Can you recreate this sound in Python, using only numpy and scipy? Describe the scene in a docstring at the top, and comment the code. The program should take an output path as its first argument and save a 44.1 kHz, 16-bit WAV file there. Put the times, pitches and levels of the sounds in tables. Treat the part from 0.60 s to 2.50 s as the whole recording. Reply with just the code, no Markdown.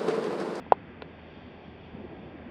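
"""Finger knock on a camera, outdoors

A handheld camera stands over open sand. Right at its microphone a finger knocks the body, then a
lighter click follows; both ring the same well-damped case. Behind them lie outdoor rumble, hiss
and a low hum like a distant motor. Small puffs of wind touch the microphone, and a soft gust
arrives in the last third."""
import sys
import numpy as np
from scipy import signal
from scipy.fft import rfft, irfft
from scipy.io import wavfile
from scipy.ndimage import uniform_filter1d

SR = 44100
rng = np.random.default_rng(int(sys.argv[2]) if len(sys.argv) > 2 else 0)


def unload_audio(sound):
    """Save the sound as a 16-bit wav file, at the path given as the first command line argument."""
    columns = np.transpose(np.atleast_2d(sound))
    # keep every value between -1 and 1, then stretch to whole-number steps
    steps = np.round(np.clip(columns, -1, 1) * 32767)
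    wavfile.write(sys.argv[1], SR, steps.astype(np.int16))


N = 83790


def undb(db):
    """Decibels to gain."""
    return 10 ** (np.asarray(db) / 20)


def unit(x):
    """Scale to rms 1."""
    return x / np.sqrt(np.mean(x ** 2))


def lowpass(f, hz, order):
    """Response of a smooth low-pass at the frequencies f."""
    return signal.freqs(*signal.butter(order, hz, analog=True), f)[1]


def walk(rate):
    """Smooth random drift that changes about rate times a second, rms 1."""
    span = int(SR / rate)
    return unit(uniform_filter1d(uniform_filter1d(rng.standard_normal(N), span), span))


def noise(points):
    """Noise with a spectrum of (Hz, dB) points, rms 1."""
    hz, db = np.array(points).T
    f = np.maximum(np.fft.rfftfreq(N, 1 / SR), 1)
    gain = undb(np.interp(np.log(f), np.log(hz), db))
    return unit(irfft(rfft(rng.standard_normal(N)) * gain, N))


def flicker(x, depth_db, rate, count=8):
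    """Let each octave band, from 50 Hz up, swell and sink on its own; rms 1."""
    octave = np.log2(np.maximum(np.fft.rfftfreq(N, 1 / SR), 1) / 50)
    spectrum = rfft(x)
    bands = [irfft(spectrum * np.interp(octave, np.arange(count), row), N) for row in np.eye(count)]
    return unit(sum(band * undb(depth_db * walk(rate)) for band in bands))


def outdoor_rumble():
    """The low, restless background of the open air."""
    # rumble spectrum (frequency [Hz], relative density [dB])
    spectrum = [(25, -22.5), (38, -17), (48, -12), (90, -4.5), (135, -5), (185, -2), (230, -0.5), (290, -3),
                (400, -4.5), (520, -8), (780, -10.5), (1100, -18.5), (1500, -39.5), (4000, -73)]
    return undb(-48) * flicker(noise(spectrum), depth_db=1.25, rate=13)


def outdoor_hiss():
    """Background hiss: two bands swell, sink and flicker slightly, a third holds steady."""
    # spectra of the three bands (frequency [Hz], relative density [dB])
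    mid_spectrum = [(500, -14), (1100, -2.5), (1300, -1), (1520, -2), (1610, 4), (1700, -1.5), (1980, 0),
                    (2170, -6), (2560, -9.5), (3300, -22.5), (4000, -34), (7000, -51.5)]
    high_spectrum = [(2000, -17), (2900, -2.5), (3300, 0.5), (3600, -3), (3850, -17.5), (4050, -20),
                     (4400, -12), (4700, -12), (5050, -23), (5550, -23), (6300, -38.5), (7300, -60)]
    steady_spectrum = [(1200, -31), (1950, -6.5), (2170, -3), (2300, 0.5), (2560, 0.5), (2750, -4),
                       (2900, -9), (3300, -19), (4000, -43.5), (7000, -58.5)]
    # slow swells of the two moving bands (time [s], level [dB])
    mid_levels = [(0, -58), (0.082, -55.5), (.25, -56.5), (.35, -57), (.7, -59), (.95, -59), (1.2, -60.5),
                  (1.55, -59), (1.63, -60.5), (1.8, -57.5), (1.9, -57.5)]
    high_levels = [(0, -67.5), (.08, -66), (.2, -68), (.37, -69.5), (.55, -65.5), (.72, -62.5), (.82, -63),
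                   (.97, -65.5), (1.06, -61.5), (1.18, -65), (1.26, -63), (1.33, -65), (1.53, -67),
                   (1.63, -64.5), (1.75, -67.5), (1.9, -66.5)]
    flicker_db, steady_db = 0.5, -63
    t = np.arange(N) / SR
    hiss = 0
    for spectrum, levels in ((mid_spectrum, mid_levels), (high_spectrum, high_levels)):
        db = np.interp(t, *np.array(levels).T) + flicker_db * walk(rate=13)
        hiss += undb(db) * noise(spectrum)
    return hiss + undb(steady_db) * noise(steady_spectrum)


def distant_motor():
    """A far low hum whose harmonics waver on their way to the microphone."""
    # harmonics of the hum (multiple of the pitch, rms level [dB])
    harmonics = [(1, -58.5), (2, -60), (3, -64)]
    pitch_hz, wander, waver_db = 81.05, 0.0058, 0.5
    phase = 2 * np.pi * np.cumsum(pitch_hz * (1 + wander * walk(rate=8.5))) / SR
    hum = 0
    for multiple, db in harmonics:
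        amplitude = np.sqrt(2) * undb(db - waver_db * walk(rate=7.6))
        hum += amplitude * np.sin(multiple * phase + rng.uniform(0, 2 * np.pi))
    return hum


def wind_gust():
    """One soft gust arrives quickly, buffets the microphone and ebbs away."""
    # wind noise at the microphone (frequency [Hz], relative density [dB])
    spectrum = [(30, -21), (60, -5), (120, -4), (200, 0.5), (400, -6), (550, -6.5), (900, -14.5),
                (1600, -34.5), (4000, -72)]
    start_s, attack_s, fade_s, level_db = 1.325, 0.042, 0.61, -46
    age = np.arange(N) / SR - start_s
    swell = np.clip(age / attack_s, 0, 1) * np.exp(-np.maximum(age, 0) / fade_s)
    return undb(level_db) * swell * flicker(noise(spectrum), depth_db=1.5, rate=67)


def wind_puffs():
    """Small eddies touch the microphone, each a brief swell of low noise."""
    # puffs of wind (time [s], level at the crest [dB], centre frequency [Hz])
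    puffs = [(0.014, -46.5, 251), (0.082, -48.5, 272), (0.18, -47.5, 255), (0.33, -51, 345),
             (0.868, -45, 257), (1.079, -45, 227), (1.345, -45.5, 79), (1.351, -41.5, 188),
             (1.402, -41.5, 198), (1.452, -40.5, 374), (1.528, -42.5, 360), (1.593, -42.5, 196),
             (1.635, -44.5, 186), (1.671, -45, 326), (1.747, -43, 323), (1.875, -44, 240)]
    width_s, skirt_db = 0.012, -49.5
    t = np.arange(N) / SR
    wind = 0
    for at, db, hz in puffs:
        eddy = noise([(hz / 4, skirt_db), (hz, 0), (hz * 4, skirt_db), (hz * 16, -90)])
        swell = np.exp(-0.5 * ((t - at) / width_s) ** 2)
        puff_rms = undb(db) * np.sqrt(np.mean(swell ** 2))
        wind += puff_rms * unit(swell * eddy)
    return wind


def camera_case(f):
    """Response of the case to a push, at frequencies f: modes die fast, loose parts rattle faintly."""
    # case modes (frequency [Hz], peak gain [dB], t60 [s], direction at the microphone [+1 or -1])
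    modes = [(248, -14.5, .03, 1), (372, -5, .025, -1), (460, 1.3, .0134, 1), (978, 9, .0139, -1),
             (969, 7, .018, 1), (1440, -1, .015, -1), (1780, -13, .016, -1), (2520, -10, .0031, 1),
             (2740, -16, .014, 1), (3596, -16.5, .0022, -1), (5300, -20, .01, 1), (6350, -18, .008, 1),
             (7050, -7, .009, 1)]
    # rattle of loose parts (frequency [Hz], relative density [dB])
    rattle_spectrum = [(200, -27), (400, -14), (1100, -2), (1500, -10), (2700, 1), (5000, -22)]
    rattle_db, rattle_t60_s, top_hz = -53, 0.062, 4110
    t = np.arange(N) / SR
    rattle = undb(rattle_db - 60 * t / rattle_t60_s) * noise(rattle_spectrum)
    response = rfft(rattle)
    s = 1j * f
    for hz, db, t60, direction in modes:
        width_hz = np.log(1000) / (np.pi * t60)
        response += direction * undb(db) * s * width_hz / (s ** 2 + s * width_hz + hz ** 2)
    return response * lowpass(f, top_hz, order=6)


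def finger_knocks():
    """Springy contacts push the case right at the microphone; harder ones resonate higher."""
    # handling contacts (time [s], strength [dB], contact resonance [Hz], contact Q)
    contacts = [(0.064, -5, 760, 1.5), (0.121, 25.9, 822, 3.6), (0.1224, 7, 5000, 2.1),
                (0.1421, -11, 1000, 1.5), (0.421, -2.5, 4240, 4.8), (0.4213, 16.7, 430, 0.52)]
    f = np.fft.rfftfreq(N, 1 / SR)
    s = 1j * f
    push = 0
    for at, db, hz, q in contacts:
        delay = np.exp(-2 * np.pi * s * at)
        spring = 1 / (1 + s / (hz * q) + (s / hz) ** 2)
        push += undb(db) * delay * spring * lowpass(f, 2 * hz, order=2)
    return irfft(push * camera_case(f), N)


def scene():
    """Background, wind and knocks meet at the camera's one microphone."""
    background = outdoor_rumble() + outdoor_hiss() + distant_motor()
    return (background + wind_gust() + wind_puffs() + finger_knocks())[None, :]


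def record(dry):
    """The camera cuts the treble steeply."""
    top_hz = 7500
    return signal.sosfilt(signal.ellip(8, 0.1, 70, top_hz, fs=SR, output="sos"), dry)


dry = scene()
out = record(dry)
unload_audio(out)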